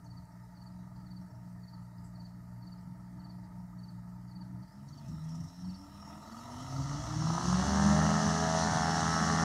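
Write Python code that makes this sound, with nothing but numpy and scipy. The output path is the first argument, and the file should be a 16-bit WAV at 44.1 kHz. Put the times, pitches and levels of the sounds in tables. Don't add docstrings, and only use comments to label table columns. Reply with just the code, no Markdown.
import sys
import numpy as np
from scipy import signal
from scipy.fft import rfft, irfft, next_fast_len
from scipy.io import wavfile
from scipy.ndimage import uniform_filter1d

SR = 44100
rng = np.random.default_rng(int(sys.argv[2]) if len(sys.argv) > 2 else 0)


def dump_mix(stems):
    frames = np.atleast_2d(stems).T
    limited = np.clip(frames, -1, 1)
    pcm = np.round(limited * 32767).astype(np.int16)
    wavfile.write(sys.argv[1], SR, pcm)


def level_to_linear(level):
    exponent = np.asarray(level, float) / 20
    return 10 ** exponent


N = 416304
GEAR = .3846

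# (time [s], firing rate [Hz])
SPEED = [(0.0, 58.4), (1.0, 61.1), (2.0, 59.1), (3.2, 60.8), (3.9, 59.8), (4.58, 61.2), (5.13, 77.5),
         (5.28, 80.1), (5.73, 93.5), (6.17, 103.8), (6.48, 120.8), (7.23, 158.6), (7.68, 194.5),
         (7.83, 201.8), (7.98, 205.9), (8.3, 209.9), (8.65, 211.0), (9.44, 211.7)]
# (firing rate [Hz], roar [dB], tip hiss [dB], fin ring [dB], rumble against the tones [dB])
SLIPSTREAM = [(57.4, -62.5, -86.5, -92, -7), (76.7, -57.5, -69.5, -64, -0.5),
              (95.3, -57.5, -70, -60.5, -14), (100, -52, -67, -60, -5.5), (115.4, -46.5, -61.5, -64, -9),
              (143, -41.5, -53, -58, -5), (165, -38, -48, -51, -9), (183, -34, -44.5, -52, -8.5),
              (202, -32.5, -42.5, -66, -24), (208.5, -32, -42, -50.5, -12)]
# (frequency [Hz], level [dB])
SLAP_COLOUR = [(260, -9), (450, -1.5), (486, -10), (639, 7.5), (740, 11), (907, 6.5), (1010, 3), (1290, 11),
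               (1380, 6), (1470, 1.5), (1800, 4.5), (2070, -3.5), (2400, -12), (3120, -47), (5280, -120)]


def evened(x):
    return x / np.sqrt(np.mean(x ** 2) + 1e-20)


def read(points, hz):
    f, value = np.transpose(points)
    return np.interp(np.log(hz + 1), np.log(f + 1), value)


def curves(rows):
    s, *columns = np.transpose(rows)
    return [np.interp(np.arange(N) / SR, s, c) for c in columns]


def at_speed(rows, hz):
    speed, *columns = np.transpose(rows)
    return [np.interp(hz, speed, c) for c in columns]


def drift(hz, first=0):
    low_pass = signal.butter(2, hz, fs=SR / 64, output="sos")
    steps = evened(signal.sosfilt(low_pass, rng.standard_normal(N // 64 + 2)))
    return np.interp(np.arange(first, N) / 64, np.arange(len(steps)), steps)


def noise(colour, patchy_db, swell_db, size=1024):
    hop = size // 4
    frames, hz = N // hop + 5, np.fft.rfftfreq(size, 1 / SR)
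    a, b, patches = rng.standard_normal((frames, len(hz), 3)).T
    patches = uniform_filter1d(patches, size=size // 100, axis=0)
    patches = evened(uniform_filter1d(patches, size=3000 // hop, axis=1))
    inside = (hz > colour[0][0]) & (hz < colour[-1][0])
    gain = level_to_linear(read(colour, hz)[:, None] + patchy_db * patches) * inside[:, None]
    rush = signal.istft((a + 1j * b) * gain, nperseg=size, noverlap=size - hop)[1][:N]
    return evened(rush) * level_to_linear(swell_db * drift(5.3))


def resonate(x, hz, width):
    r = np.exp(-np.pi * width / SR)
    return signal.lfilter([1 - r, 0, r - 1], [1, -2 * r * np.cos(2 * np.pi * hz / SR), r * r], x)


def ring(x, hz, width):
    return resonate(resonate(x, hz, width * 1.3), hz, width * 1.3)


def tone(turns, db, waver_db):
    return np.sqrt(2) * level_to_linear(db + waver_db * drift(13.6)) * np.cos(2 * np.pi * (turns + rng.random()))


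def exhaust(turns, hz, first_db, second_db, third_db):
    # (multiple of the firing rate, level against the third [dB])
    upper_orders = [(4, -21.5), (5, -15.5)]
    # (frequency [Hz], gain [dB])
    muffler = [(40, -4), (310, 1), (350, -8), (500, -30)]
    orders = [(1, first_db), (2, second_db), (3, third_db)]
    orders += [(k, third_db + db + read(muffler, k * hz)) for k, db in upper_orders]
    return sum(tone(k * turns, db, waver_db=3.0) for k, db in orders)


def propeller(turns, hz, thump_db):
    # (multiple of the blade rate, level [dB])
    thump_orders = [(1, -6.5), (2, -1), (3, -11.5), (4, -16.5)]
    # (multiple of the firing rate, added multiple of the blade rate, level [dB])
    chopped_orders = [(.5, 0, -17), (.5, 1, -16.5), (.5, 2, -19.5), (1, 1, -14), (2.5, 0, -23.5)]
    blades = GEAR * turns
    thump = sum(tone(k * blades, thump_db + db, waver_db=2.0) for k, db in thump_orders)
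    chopped = sum(tone(m * turns + k * blades, thump_db + db, waver_db=2.0) for m, k, db in chopped_orders)
    return thump + chopped + slap(blades, hz)


def rumble(level_db):
    # (frequency [Hz], level per Hz [dB])
    rumble_colour = [(25, -25), (50, -17), (80, 2), (150, 4), (220, -7), (300, -9), (350, -24.5),
                     (480, -43)]
    return level_to_linear(level_db) * noise(rumble_colour, patchy_db=2.4, swell_db=.6, size=4096)


def roar(hz, beat, level_db):
    # (frequency [Hz], level per Hz [dB])
    roar_colour = [(220, 11), (380, -9.5), (481, -13), (619, -0.5), (720, 5.5), (797, -13), (926, 7.5),
                   (1080, -7), (1260, 6.5), (1350, 0), (1500, -17.5), (1740, -12.5), (1940, -7.5),
                   (2350, -26), (2500, -51), (3250, -9), (5500, -120)]
    tips = np.clip((hz - 140) / 40, 0, 1)
    slow = np.sqrt(1 - tips) * noise(roar_colour[:-2], patchy_db=1.2, swell_db=.5)
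    fast = np.sqrt(tips) * noise(SLAP_COLOUR, patchy_db=.8, swell_db=.2)
    return (slow + fast) * (1 + 0.45 * beat) * level_to_linear(level_db - 5.0 - 3.6 * tips)


def tip_hiss(hz, beat, level_db):
    # (frequency [Hz], level per Hz [dB])
    light_colour = [(1350, -48), (2300, -36), (2390, -13.5), (2950, -7), (3540, -11.5), (3930, -2),
                    (4580, -17.5), (4840, -30), (5380, -2), (5820, -10.5), (6730, -9), (14500, -25.5),
                    (16600, -31)]
    # (frequency [Hz], level per Hz [dB])
    full_colour = [(1350, -34), (2300, -49), (2470, -20), (2970, -2.5), (3190, -18), (3320, -11),
                   (3600, -7.5), (4090, -2.5), (4960, -5), (5330, -1.5), (6110, 3), (7900, -12.5),
                   (9420, -14), (11100, -35.5), (15600, -45)]
    # (frequency [Hz], width [Hz], level [dB])
    panel_modes = [(2660, 130, -11), (3066, 100, -9), (3327, 71, -4), (5490, 49, -5), (5990, 360, -1.5),
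                   (8050, 86, -26)]
    power = np.clip((hz - 104) / 36, 0, 1)
    light = np.sqrt(1 - power) * noise(light_colour, patchy_db=3.5, swell_db=0.3, size=512)
    full = np.sqrt(power) * noise(full_colour, patchy_db=1.1, swell_db=0.57, size=512)
    gusts = rng.standard_normal((len(panel_modes), N))
    panels = evened(sum(level_to_linear(db) * evened(ring(gust, f, width))
                        for gust, (f, width, db) in zip(gusts, panel_modes)))
    return level_to_linear(level_db) * (light + full + level_to_linear(-11) * np.sqrt(power) * panels) * (1 + 0.23 * beat)


def cooling_fins(turns, level_db):
    # (frequency [Hz], width [Hz], level [dB])
    fin_modes = [(5500, 74, 3), (5265, 260, -0.5), (5940, 140, -11)]
    blows = level_to_linear(2.1 * np.clip(rng.standard_normal(N), -2, 2) + 2.4 * drift(2.4))
    knocks = np.diff(np.floor(turns), prepend=0) * blows + 0.022 * rng.standard_normal(N)
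    fins = evened(sum(level_to_linear(db) * evened(ring(knocks, f, width)) for f, width, db in fin_modes))
    return level_to_linear(level_db - 4.5) * fins


def airflow(turns, hz, tones_db, effort_db):
    # (level [dB], ..)
    gust_sizes = (0.58, 0.4, 1.9, 2.8)
    gusty = [db + size_db * drift(7.2) for db, size_db in zip(at_speed(SLIPSTREAM, hz), gust_sizes)]
    roar_db, hiss_db, fins_db, rumble_db = gusty
    roar_db = roar_db + 0.42 * effort_db
    beat = uniform_filter1d(2 * np.exp(-3.0 * (GEAR * turns % 1)) - .6, size=60)
    air = rumble(tones_db + rumble_db) + roar(hz, beat, roar_db) + tip_hiss(hz, beat, hiss_db)
    return air + cooling_fins(turns, fins_db)


def idle_rush():
    # (frequency [Hz], level per Hz [dB])
    idle_colour = [(190, -69), (330, -13), (365, -55), (433, -0.5), (508, -32.5), (655, 9), (797, -44),
                   (838, -7), (889, 19), (936, -6), (1040, -54), (1220, -7), (1580, -9.5), (1840, -4),
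                   (2500, -27.5), (3250, -45), (5500, -120)]
    return level_to_linear(-65.5) * noise(idle_colour[:-2], patchy_db=1.6, swell_db=.7)


def aircraft():
    # (time [s], level [dB])
    effort = [(0.0, 1), (0.45, -2.5), (0.95, 1), (1.45, -0.5), (1.9, 1.2), (2.4, 0.2), (3.2, 0.7),
              (3.9, 0.8), (4.55, 1.5), (4.9, -3.2), (5.36, 1.5), (5.6, 2.5), (5.9, -0.5), (6.5, 1.2),
              (7.4, -2.5), (8.0, -0.1), (8.8, -1.2), (9.44, 1.7)]
    # (time [s], half length [s], level [dB])
    misfires = [
        (0.008, 0.04, -3),
        (0.268, .06, -5.5),
        (0.502, 0.032, -1.5),
        (1.28, 0.021, -15),
        (1.684, 0.019, -17),
        (1.93, 0.07, -4),
        (4.708, 0.04, -6),
        (5.536, 0.038, -12),
    ]
    # (firing rate [Hz], exhaust order 1 [dB], order 2 [dB], order 3 [dB], propeller thump [dB])
    engine = [(66, -66, -57.5, -54.5, -70), (68.4, -75, -53.5, -50, -74), (70.7, -65, -47.5, -59.5, -67),
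              (92.2, -58.5, -47.5, -60.5, -69), (96.5, -70.5, -56, -62.5, -66), (120, -60, -53, -75.5, -60),
              (134, -44.5, -51, -85, -56.5), (159.4, -35.5, -47, -65, -42), (201, -30, -51.5, -52, -33),
              (205.4, -33.5, -53, -39, -34), (210, -37, -49, -81, -38.5)]
    (hz,), (effort_db,) = curves(SPEED), curves(effort)
    t = np.arange(N) / SR
    effort_db = effort_db + sum(db * np.exp(-((t - s) / half) ** 2) for s, half, db in misfires)
    levels = [db + effort_db for db in at_speed(engine, hz)]
    first_db, second_db, third_db, thump_db = levels
    turns = np.cumsum(hz + .2 * drift(4)) / SR
    tones_db = 10 * np.log10(sum(level_to_linear(2 * db) for db in levels))
    direct = exhaust(turns, hz, first_db, second_db, third_db) + propeller(turns, hz, thump_db)
    direct += airflow(turns, hz, tones_db, effort_db) + idle_rush()
    return wall_echo(direct)


def field_hiss():
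    # (frequency [Hz], level per Hz [dB])
    field_colour = [(1350, -39), (2300, -37), (2390, -5), (3490, -24), (4580, 4), (5210, -0.5),
                    (14700, -6.5), (15600, -6)]
    wash_db = 0.25 * np.maximum(at_speed(SLIPSTREAM, *curves(SPEED))[1] + 72, 0)
    return level_to_linear(-75.5 + wash_db) * noise(field_colour, patchy_db=2.0, swell_db=0.36, size=512)


def ticks():
    # (time [s], level [dB], frequency [Hz], decay [s])
    creaks = [
        (.04, -63, 6240, 0.024),
        (.253, -57, 8000, .002),
        (1.527, -60, 8500, .002),
        (2.037, -61, 7700, 0.036),
        (2.81, -67, 8040, .002),
        (3.32, -77, 9000, 0.061),
        (3.79, -63, 9000, .003),
        (4.095, -66, 7050, .003),
    ]
    # (time [s], level [dB])
    rattle = [(4.8832, -50), (4.9705, -51), (5.079, -46), (5.1316, -68), (5.2354, -47), (5.286, -44),
              (5.3465, -43), (5.398, -47), (5.4349, -46), (5.4793, -49), (5.5522, -76), (5.5981, -50)]
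    out, t = np.zeros(N), np.arange(6000) / SR
    for s, db, hz, decay in creaks + [(s, db - 8, 5740, 0.019) for s, db in rattle]:
        burst = rng.standard_normal(len(t)) * np.exp(-t / decay) * np.minimum(t / decay * 4, 1)
        out[round(s * SR):][:len(t)] += level_to_linear(db) * (0.59 * ring(burst, hz, 3900) + 2.5 * ring(burst, hz, 600))
    return out


def wall_echo(direct):
    # (frequency [Hz], reflected share, negative is upside down)
    wall = [(40, -0.98), (350, -0.55), (600, 0.19), (2000, -0.33), (4000, -0.29)]
    delay_s = .0469
    size = next_fast_len(N + SR)
    f = np.fft.rfftfreq(size, 1 / SR)
    echo = read(wall, f) * np.exp(-2j * np.pi * f * delay_s)
    return irfft(rfft(direct, size) * (1 + echo), size)[:N]


def crickets():
    # (time [s], first to last stroke [s], peak level [dB])
    near_chirps = [(0.062, 0.11, -59), (.57, 0.096, -59.5), (1.064, .102, -59), (1.635, 0.099, -58.5),
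                   (2.155, 0.097, -57.5), (2.625, .098, -58), (3.1993, 0.099, -58.5), (3.79, 0.095, -58.5),
                   (4.312, .1, -57.5), (4.884, 0.096, -58), (5.649, .096, -56), (6.274, .106, -58),
                   (6.715, .108, -55)]
    # (level [dB], frequency [Hz])
    wing_strokes = [(-6, 4460), (-0.8, 4560), (-0.1, 4570)]
    # (time [s], peak level [dB], frequency [Hz])
    far_chirps = [(0.3194, -69, 5500), (0.4294, -70, 5100), (0.5487, -67, 4670), (0.6, -69, 4540),
                  (0.7153, -68, 4890), (0.9592, -64, 4630), (1.0084, -68, 4640), (1.1164, -66, 4500),
                  (1.2126, -66, 5500), (1.3054, -70, 5450), (1.3478, -67, 5450), (1.8447, -70, 4600),
                  (1.935, -76, 4850), (1.9804, -64, 4880), (2.0428, -69, 4870), (2.7801, -68, 5040),
                  (3.3154, -69, 4970), (3.4394, -67, 4650), (3.5793, -72, 5430), (4.2787, -66, 4670),
                  (4.6249, -62.5, 4560), (4.6753, -64, 4710), (4.7212, -64, 5130), (5.5324, -70, 5460)]
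    near, far = np.zeros((2, N + SR))
    strokes = [(far, *row, .026, .015) for row in far_chirps]
    for s, span, top_db in near_chirps:
        for late, (db, hz) in zip((0, .0455, span), wing_strokes):
            strokes.append((near, s + late, top_db + db, hz, .029, .1))
    for out, s, db, hz, length, sag in strokes:
        u = np.arange(0, 1.2, 1 / (length * SR))
        shape = np.sin(np.pi * (u / 1.17) ** 0.94) ** 2
        at = max(round((s + 0.013 - 0.81 * length) * SR), 0)
        pitch = hz * (1.012 - sag * u ** 3.4)
        out[at:at + len(u)] += level_to_linear(db) * shape * np.sin(2 * np.pi * np.cumsum(pitch) / SR)
    flutter = evened(0.92 + evened(uniform_filter1d(rng.standard_normal(N + SR), size=50)))
    tail = rng.standard_normal(12000) * level_to_linear(-60 * np.arange(12000) / SR / .5)
    smear = signal.oaconvolve((near + 1.4 * far) * flutter, tail / np.linalg.norm(tail))
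    return (near + far * (0.33 + 0.53 * flutter) + level_to_linear(-7.5) * smear[:N + SR])[:N]


def slap(blades, hz):
    # (time [s], slap [dB], brightness [dB])
    tip_loading = [
        (6.7, -45, -8),
        (7.15, -47.5, .5),
        (7.32, -38, -1.4),
        (7.5, -37.5, 0),
        (7.7, -36.5, 0.5),
        (8.25, -35.5, -2.5),
        (8.6, -31.5, -7.5),
        (9.03, -38.5, 3.5),
        (9.44, -35.5, 4.5),
    ]
    level_db, bright_db = curves(tip_loading)
    start = round(6.93 * SR)
    hz, bright_db = hz[start:], bright_db[start:] - 1.5
    turns, rate = blades[start:], GEAR * hz
    below_free = np.maximum(216 - hz, 0)
    stack = np.zeros(len(turns))
    for k in range(6, 28):
        f = k * rate
        tilt_db = bright_db * np.clip((f - 1040) / 200, 0, 1)
        tilt_db += 0.1471 * below_free * np.exp(-((f - 1020) / 178) ** 2)
        waver_db = (2.5 + 0.028 * k) * drift(1.66, first=start)
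        line_db = read(SLAP_COLOUR, f) + tilt_db - 1.4 * max(k - 22, 0) + waver_db
        jitter = 0.0064 * k * drift(6.4, first=start)
        stack += level_to_linear(line_db) * (f > 440) * np.sin(2 * np.pi * (k * turns + jitter))
    strength = rng.standard_normal(int(blades[-1]) + 2)
    strength = uniform_filter1d(strength[np.round(turns).astype(int)], size=100)
    stack *= level_to_linear((1.0 + 0.015 * (220 - hz)) * strength)
    meeting = uniform_filter1d(np.cos(2 * np.pi * np.round(turns) / GEAR), size=100)
    stack *= level_to_linear(0.1034 * below_free * meeting)
    tips_db = level_db[start:] + 2.0 - 0.18 * (212 - hz)
    fade = np.minimum(np.arange(len(turns)) / SR / 0.33, 1)
    return np.pad(fade * level_to_linear(tips_db) * stack / np.std(stack[-SR:]), (start, 0))


def scene():
    return (aircraft() + field_hiss() + ticks() + crickets())[None]


def top_cut(x):
    return signal.sosfilt(signal.butter(12, 15750, fs=SR, output="sos"), x)


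def record(dry):
    stop = np.minimum(np.arange(N)[::-1] / 200, 1)
    return top_cut(dry * stop)


dry = scene()
out = record(dry)
dump_mix(out)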